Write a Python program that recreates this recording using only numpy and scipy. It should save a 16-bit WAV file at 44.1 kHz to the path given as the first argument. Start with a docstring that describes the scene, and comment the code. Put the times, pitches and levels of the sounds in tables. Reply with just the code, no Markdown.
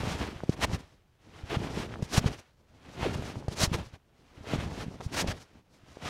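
"""Heavy cotton sleeves in a block-and-punch drill

In each of four rounds the arms wind up, then strike and settle; a fifth wind-up begins.
Fibre slips, as shaped noise, drag and swish while the loose jacket flops in the bass. Short damped swings of air
thump as cloth snaps taut and pop, followed by a fizz, as creases open. Two folds flutter as gliding tones,
and a faint steady noise hisses beneath."""
import sys
import numpy as np
from scipy import signal
from scipy.fft import rfft, irfft
from scipy.io import wavfile
from scipy.ndimage import uniform_filter1d

SR = 44100
rng = np.random.default_rng(int(sys.argv[2]) if len(sys.argv) > 2 else 0)


def int16_out(signal):
    """Quantize to a 16-bit WAV file."""
    q = np.round(np.clip(np.atleast_2d(signal).T, -1, 1) * 32767)
    wavfile.write(sys.argv[1], SR, q.astype(np.int16))


N = 268921
T = np.arange(N) / SR  # time [s]


def undb(db):
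    """Decibel law: 20 dB is a factor of ten in amplitude."""
    return 10 ** (np.asarray(db) / 20)


def colour(x, points):
    """Minimum-phase filtering: a folded cepstrum makes the gain outline causal; white noise keeps its rms."""
    hz, db = np.transpose(points)
    size = 8192
    log_hz = np.log(np.fft.rfftfreq(size, 1 / SR) + 1)  # 1 Hz added to avoid log(0)
    log_gain = np.log(undb(np.interp(log_hz, np.log(hz), db)))
    cepstrum = irfft(log_gain)
    cepstrum[1:size // 2] *= 2
    cepstrum[size // 2 + 1:] = 0
    response = irfft(np.exp(rfft(cepstrum)))[:size // 2]
    unit_response = response / np.sqrt(np.sum(response ** 2))
    return signal.fftconvolve(x, unit_response)[:N]


def grains(per_s, spread_db):
    """Stick-slip friction as shot noise: random slips of uneven but bounded size, with rms 1."""
    size_db = spread_db * np.minimum(rng.exponential(size=N), 3)
    happens = rng.random(N) < per_s / SR
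    slips = happens * rng.standard_normal(N) * undb(size_db)
    return slips / np.sqrt(np.mean(slips ** 2))


def flicker(per_s, depth_db):
    """Random amplitude modulation: the gain wanders as contact between the layers comes and goes."""
    k = int(SR / per_s)
    steps = np.repeat(rng.standard_normal(N // k + 1), k)[:N]
    wander = 1.22 * uniform_filter1d(steps, k)  # 1.22 restores the rms lost in smoothing
    return undb(depth_db * wander)


def hump(t, rise, fall, edge=2):
    """Asymmetric bell envelope with 1/e rise and fall times; a higher edge flattens the top."""
    return np.exp(-np.abs(t / np.where(t < 0, rise, fall)) ** edge)


def swings(table, rise_cycles, fall_cycles):
    """Heavily damped oscillation: air under the cloth swings once or twice and stops."""
    out = np.zeros(N)
    for peak_s, db, hz, *_ in table:
        near = slice(max(int((peak_s - .03) * SR), 0), int((peak_s + .04) * SR))
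        cycles = (T[near] - peak_s) * hz
        envelope = undb(db) * hump(cycles, rise_cycles, fall_cycles)
        out[near] += envelope * np.cos(2 * np.pi * cycles)
    return out


# Spectrum of the faint background noise: (frequency [Hz], relative level [dB])
HISS_SPECTRUM = [(15, -26), (25, 0), (122, -1.5), (260, -13), (359, -13.5), (648, -19.5), (1620, -29.5),
                 (2490, -37.5), (15500, -40.5)]


def hiss(level_db=-66.5):
    """Stationary noise: white noise takes the colour of its filter, strongest in the bass."""
    return undb(level_db) * colour(rng.standard_normal(N), HISS_SPECTRUM)


# Fluttering folds, pitch before wobble and level before envelope and flicker:
# (start [s], length [ms], level [dB], start pitch [Hz], end pitch [Hz])
FOLD_FLUTTERS = [(3.036, 50, -28, 950, 240), (5.108, 45, -39, 170, 400)]


def flutters():
    """Frequency modulation: a fold's tone glides and wobbles in pitch, roughened by a fast flicker."""
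    out = np.zeros(N)
    wobble = flicker(200, 1.0)  # a pitch ratio here
    for start_s, ms, db, from_hz, to_hz in FOLD_FLUTTERS:
        done = np.clip((T - start_s) * 1000 / ms, 0, 1)  # fraction of the flutter elapsed
        hz = from_hz * (to_hz / from_hz) ** (done ** .75) * wobble
        envelope = np.sqrt(np.abs(np.sin(np.pi * done ** 1.4))) * (done < 1)
        out += undb(db) * envelope * np.sin(2 * np.pi * np.cumsum(hz) / SR)
    return out * flicker(250, 4.0)


# Creases popping open: (time [s], peak level [dB], pitch [Hz], initial fizz in the treble [dB])
CREASE_POPS = [(0.2143, -23, 1800, -58), (.405, -28.5, 1090, -66), (0.436, -21, 436, -57),
               (0.4941, -12, 274, -45), (0.6943, -33, 1510, -59), (0.715, -26.5, 605, -65),
               (1.909, -35, 900, -65), (1.94, -25.5, 1320, -63), (1.9578, -28.5, 1020, -69),
               (1.998, -42, 700, -68), (2.024, -25.5, 365, -45), (2.2442, -24, 600, -61),
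               (3.031, -19.5, 695, -58), (3.224, -28.5, 453, -51), (3.357, -29.5, 675, -68),
               (3.426, -34.5, 700, -76), (3.4823, -20.5, 490, -46), (3.7342, -25, 800, -47),
               (4.4435, -35.5, 587, -77), (4.5359, -15, 454, -51), (5.006, -30.5, 786, -57.5),
               (5.0114, -26.5, 826, -74), (5.244, -21, 476, -58), (5.2736, -32.5, 1500, -41.5),
               (5.971, -30.5, 464, -79)]


def pops():
    """Rarefaction: an opening crease sucks air in, so its damped swing has a negative peak."""
    return -swings(CREASE_POPS, rise_cycles=.24, fall_cycles=.5)


def fizz(decay_ms=9.0):
    """Exponential decay: after each pop the fibres fizz as briefly ringing-down noise."""
    envelope = np.zeros(N)
    for pop_s, _, _, db in CREASE_POPS:
        decay = np.exp(-np.maximum(T - pop_s, 0) * 1000 / decay_ms)
        envelope += (T >= pop_s) * undb(db) * decay
    treble_fizz = colour(rng.standard_normal(N) * envelope, TREBLE_SPECTRUM)
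    rub_fizz = colour(rng.standard_normal(N) * envelope, RUB_SPECTRUM)
    return treble_fizz + undb(1.0) * rub_fizz


# Rounds of the drill, levels and slopes before the layer gains; the fifth has no changeover before
# the punch settles, so only its wind-up is heard:
# (arms cross [s], wind-up drag [dB], wind-up flopping [dB], drag growth [dB/s], drag sag [dB/s],
#  wind-up drag gives way to strike drag [s], punch settles [s], strike drag [dB], strike flopping [dB],
#  drag settling [dB/s])
DRILL_ROUNDS = [(0.08, -41, -34, 28, 52, 0.59, 0.71, -52.5, -37, 84),
                (1.64, -49, -36, 58.5, 33.5, 1.99, 2.278, -48.5, -35.5, 111),
                (3.072, -47, -35, 75.5, 42, 3.67, 3.795, -50.5, -36.5, 141),
                (4.62, -52, -38.5, 48, 34, 5.0, 5.275, -52.5, -38.5, 78),
                (6.12, -54.5, -45, 49, 40, 8.5, 6.75, -50, -36, 105)]
STRIKE_RISE_DB_S = 45  # drag slope from the changeover until the punch settles
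FLOP_GROWS, FLOP_SAGS, FLOP_SETTLES = 1.6, 0.78, 1.87  # dB of flopping for each dB of drag
SHAKE_DB, SHAKE_FALL_DB_S = -37.5, 280.5  # flopping after the changeover: start level, fall per second


def drag():
    """Power addition: slow rub and flopping follow a wind-up, which gives way abruptly to a strike."""
    rub_power, flop_power = np.zeros(N), np.zeros(N)
    for (cross_s, wind_db, wind_flop_db, grow, sag,
         change_s, settle_s, strike_db, strike_flop_db, rest) in DRILL_ROUNDS:
        wind_up = (T < change_s, cross_s, wind_db, wind_flop_db, grow, sag, FLOP_SAGS)
        strike = (T >= change_s, settle_s, strike_db, strike_flop_db, STRIKE_RISE_DB_S, rest, FLOP_SETTLES)
        for on, peak_s, db, flop_db, rise, fall, follow in (wind_up, strike):
            before_db = rise * np.minimum(T - peak_s, 0)
            after_db = fall * np.maximum(T - peak_s, 0)
            rub_power += on * undb(db + before_db - after_db) ** 2
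            flop_power += on * undb(flop_db + FLOP_GROWS * before_db - follow * after_db) ** 2
        shake_db = SHAKE_DB - SHAKE_FALL_DB_S * np.abs(T - change_s)
        flop_power += (T >= change_s) * undb(shake_db) ** 2
    return rub_power, flop_power


def small_thumps(count=40, over_flop_db=6.5, spread_db=3.5, low_hz=84.5, high_hz=260):
    """Random point process: chance thumps whose level follows the slow flopping at their moment."""
    when, pitch, size = rng.random((count, 3)).T
    _, flop_power = drag()
    flop_db = 10 * np.log10(flop_power[(when * N).astype(int)])
    db = flop_db + over_flop_db + spread_db * (2 * size - 1)  # spread either way
    hz = low_hz * (high_hz / low_hz) ** pitch
    return np.transpose([when * N / SR, db, hz])


# Cloth snapping taut and pushing air out: (time [s], peak level [dB], pitch [Hz])
TAUT_THUMPS = [(0.0448, -27, 117), (0.118, -31, 160), (0.217, -25.5, 330), (0.288, -26.5, 302),
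               (0.3623, -32, 99), (0.4375, -29, 114), (0.4964, -16, 120), (0.7347, -19.5, 113),
               (0.7467, -24, 103), (1.4386, -30, 80), (1.571, -17, 121), (1.6468, -28.5, 98),
               (1.775, -24.5, 201), (1.8014, -23.5, 200), (2.0278, -18.5, 135), (2.1807, -8.5, 122),
               (2.2157, -24, 199), (2.2434, -18.5, 183), (2.261, -12.5, 118), (3.0949, -24, 170),
               (3.1219, -34, 108), (3.1602, -24, 136), (3.195, -27.5, 111), (3.3702, -26, 122),
               (3.4853, -21, 100), (3.6366, -14.5, 137), (3.6782, -22.5, 73.4), (3.7179, -20.5, 142),
               (3.7303, -27, 172), (3.7486, -22.5, 93), (3.8694, -40, 105), (3.938, -38.5, 99),
               (4.41, -38, 90), (4.5381, -19.5, 193.5), (4.5587, -21.5, 203), (4.588, -23, 101),
               (4.6625, -25, 105), (4.8662, -28, 170.6), (4.8828, -26.5, 148), (5.065, -22.5, 102),
               (5.2249, -28, 154), (5.2472, -23, 142), (5.2647, -30, 188), (5.2869, -22, 80.5),
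               (5.2975, -28, 105), (5.8364, -46, 118)]


def thumps():
    """Compression: taut cloth pushes air out, so each slow damped swing has a positive peak."""
    return swings([*TAUT_THUMPS, *small_thumps()], rise_cycles=0.26, fall_cycles=0.63)


# Quick slides of a sleeve, levels before the layer gains:
# (peak time [s], level [dB], rise [ms], fall [ms], treble relative to rub [dB])
SLEEVE_SWISHES = [(.210, -44, 17, 86, -11), (0.536, -49, 26, 14, -3), (.590, -51.5, 29, 22, -6.5),
                  (0.642, -29, 25.3, 10.2, -3.5), (0.747, -46.5, 36, 19, -3), (0.804, -59.5, 20, 10, 0),
                  (0.94, -76, 44, 21, 0), (1.26, -68, 50, 69, -5.5), (1.374, -57.5, 48, 78, -7),
                  (1.501, -44.5, 6.3, 39, -8), (1.546, -36.5, 45, 20, -13), (1.650, -48.5, 62, 42, -10),
                  (1.794, -44, 61, 60, -6), (1.945, -52.5, 41, 7.9, -11), (2.045, -56.5, 10, 19, 1),
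                  (2.115, -54, 21, 14, 3.5), (2.148, -35.5, 19.4, 10, 0.5), (2.175, -31.5, 25, 18.3, -1),
                  (2.273, -37.5, 15.5, 13.5, -4.5), (2.335, -53, 20, 16, -2.5), (2.395, -60.5, 30, 10, 3.5),
                  (2.62, -80, 50, 41, 0.5), (2.741, -73, 50, 40, -5), (2.885, -63, 57, 28, -12),
                  (3.035, -38, 40, 53, -12), (3.149, -45, 17, 7.8, -6), (3.290, -47.5, 64, 36, -4),
                  (3.39, -60.5, 26, 18, 1.5), (3.529, -48, 22, 17, -1), (3.586, -42.5, 23, 28, -1),
                  (3.633, -30, 31.3, 25.5, 2), (3.741, -34.5, 15, 19, -6), (3.800, -71, 6.6, 7.4, 4),
                  (3.860, -65.5, 31, 15, 3.5), (3.945, -58.5, 19, 20.6, -7.5), (4.2, -75.5, 38, 37, 0.5),
                  (4.36, -64.5, 21, 65, -6), (4.537, -38.5, 55, 22, -9.5), (4.545, -47, 6.7, 83, -19),
                  (4.624, -47.5, 53, 32, -7.5), (4.810, -45.5, 64, 35, -6), (4.94, -61, 23, 19, -2.5),
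                  (5.009, -51.5, 3.1, 9.7, -8), (5.054, -59, 31, 17, 5), (5.149, -41.5, 19, 8, 0.5),
                  (5.207, -32.5, 49.3, 18.4, -0.5), (5.281, -41.5, 10, 33, -5.5), (5.317, -41, 20, 9.2, -8),
                  (5.365, -59.5, 15, 27, -1), (5.420, -62, 27, 26, 3.5), (5.560, -67.5, 48, 48.1, -6.5),
                  (5.75, -75, 53, 50, 4.5), (5.891, -68, 20, 71, -2), (6.062, -39.5, 36, 150, -9)]
DRAG_TREBLE_DB = -7  # treble relative to the slow drag, before the layer gains
RISE_EDGE, FALL_EDGE = 1.9, 2.6  # a swish swells gently, stops sharply
SWISH_FLOP_DB, SWISH_FLOP_SLOPE = 0.5, -0.4  # at a -45 dB swish; louder, fast ones pull the jacket tight
DULL_FLOP = .2  # dB more flopping for each dB less treble


def sleeve_motion():
    """Incoherent superposition: drag and swishes add their power; returns rub, treble and flop amplitudes."""
    rub_power, flop_power = drag()
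    treble_power = rub_power * undb(DRAG_TREBLE_DB) ** 2
    for peak_s, db, rise_ms, fall_ms, bright_db in SLEEVE_SWISHES:
        edge = np.where(T < peak_s, RISE_EDGE, FALL_EDGE)
        power = (undb(db) * hump(T - peak_s, rise_ms / 1000, fall_ms / 1000, edge)) ** 2
        over_swish_db = SWISH_FLOP_DB + SWISH_FLOP_SLOPE * (db + 45) - DULL_FLOP * bright_db
        rub_power = rub_power + power
        treble_power = treble_power + power * undb(bright_db) ** 2
        flop_power = flop_power + power * undb(over_swish_db) ** 2
    return np.sqrt(rub_power), np.sqrt(treble_power), np.sqrt(flop_power)


# Spectra of the cloth layers, each (frequency [Hz], relative level [dB])
# Fibres slipping through the weave, in the middle range
RUB_SPECTRUM = [(100, -50), (350, -11), (600, 5), (1100, 3.5), (2000, 1), (3200, -1), (4500, -10.5),
                (7000, -26), (14000, -63.5)]
# The bright part of the fibre slips
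TREBLE_SPECTRUM = [(900, -49), (2500, -13.5), (3800, 7), (5700, 7), (7500, 1), (9500, -5.5), (12000, -9.5),
                   (16000, -59.5)]
# The very top of the fibre slips
SHEEN_SPECTRUM = [(3000, -45), (6500, -17.5), (9000, -4), (11000, -10.5), (13500, -12.5), (16000, -19)]
# Small folds, in the low middle range
BODY_SPECTRUM = [(60, -43), (150, -20.5), (280, 5.5), (450, 5.5), (750, -5.5), (1300, -13), (4000, -66.5)]
# Big folds of the loose jacket, in the bass
FLOP_SPECTRUM = [(20, -43.5), (40, -5.5), (70, 3), (125, 0.5), (250, -3.5), (500, -13.5), (900, -17),
                 (1600, -40), (6000, -79)]


def cloth():
    """Source-filter principle: friction slips follow the motion and sound through five spectral outlines."""
    rub, treble, flop = sleeve_motion()
    body = undb(-4.0) * np.sqrt(rub * flop)  # small folds need both sliding and slack
    sheen = undb(-11.5) * treble ** 1.027  # faster slides are brighter at the very top
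    contact = flicker(60, 1.28)  # shared by all fibre slips
    rub_slips = grains(per_s=12000, spread_db=1.5) * contact * rub
    treble_slips = grains(per_s=16000, spread_db=0.2) * contact * flicker(40, 1.34) * treble
    sheen_slips = grains(per_s=16000, spread_db=3.0) * contact * flicker(69, 0.45) * sheen
    body_slips = grains(per_s=2500, spread_db=-0.7) * flicker(50, 2.8) * body
    flop_slips = grains(per_s=1200, spread_db=1.0) * flicker(30, 2.2) * flop
    return (undb(2.0) * colour(rub_slips, RUB_SPECTRUM)
            + colour(treble_slips, TREBLE_SPECTRUM)
            + colour(sheen_slips, SHEEN_SPECTRUM)
            + colour(body_slips, BODY_SPECTRUM)
            + colour(flop_slips, FLOP_SPECTRUM))


def scene():
    """Linear superposition: the pressures of all sources add in one channel."""
    mix = hiss() + flutters() + pops() + fizz() + thumps() + cloth()
    return mix[None, :]


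def record(dry, top_hz=15780):
    """Band limiting: a steep elliptic low-pass cuts off the top."""
    low_pass = signal.ellip(14, .3, 100, top_hz, fs=SR, output="sos")  # order, ripple dB, stopband dB
    return signal.sosfilt(low_pass, dry)


dry = scene()
out = record(dry)
int16_out(out)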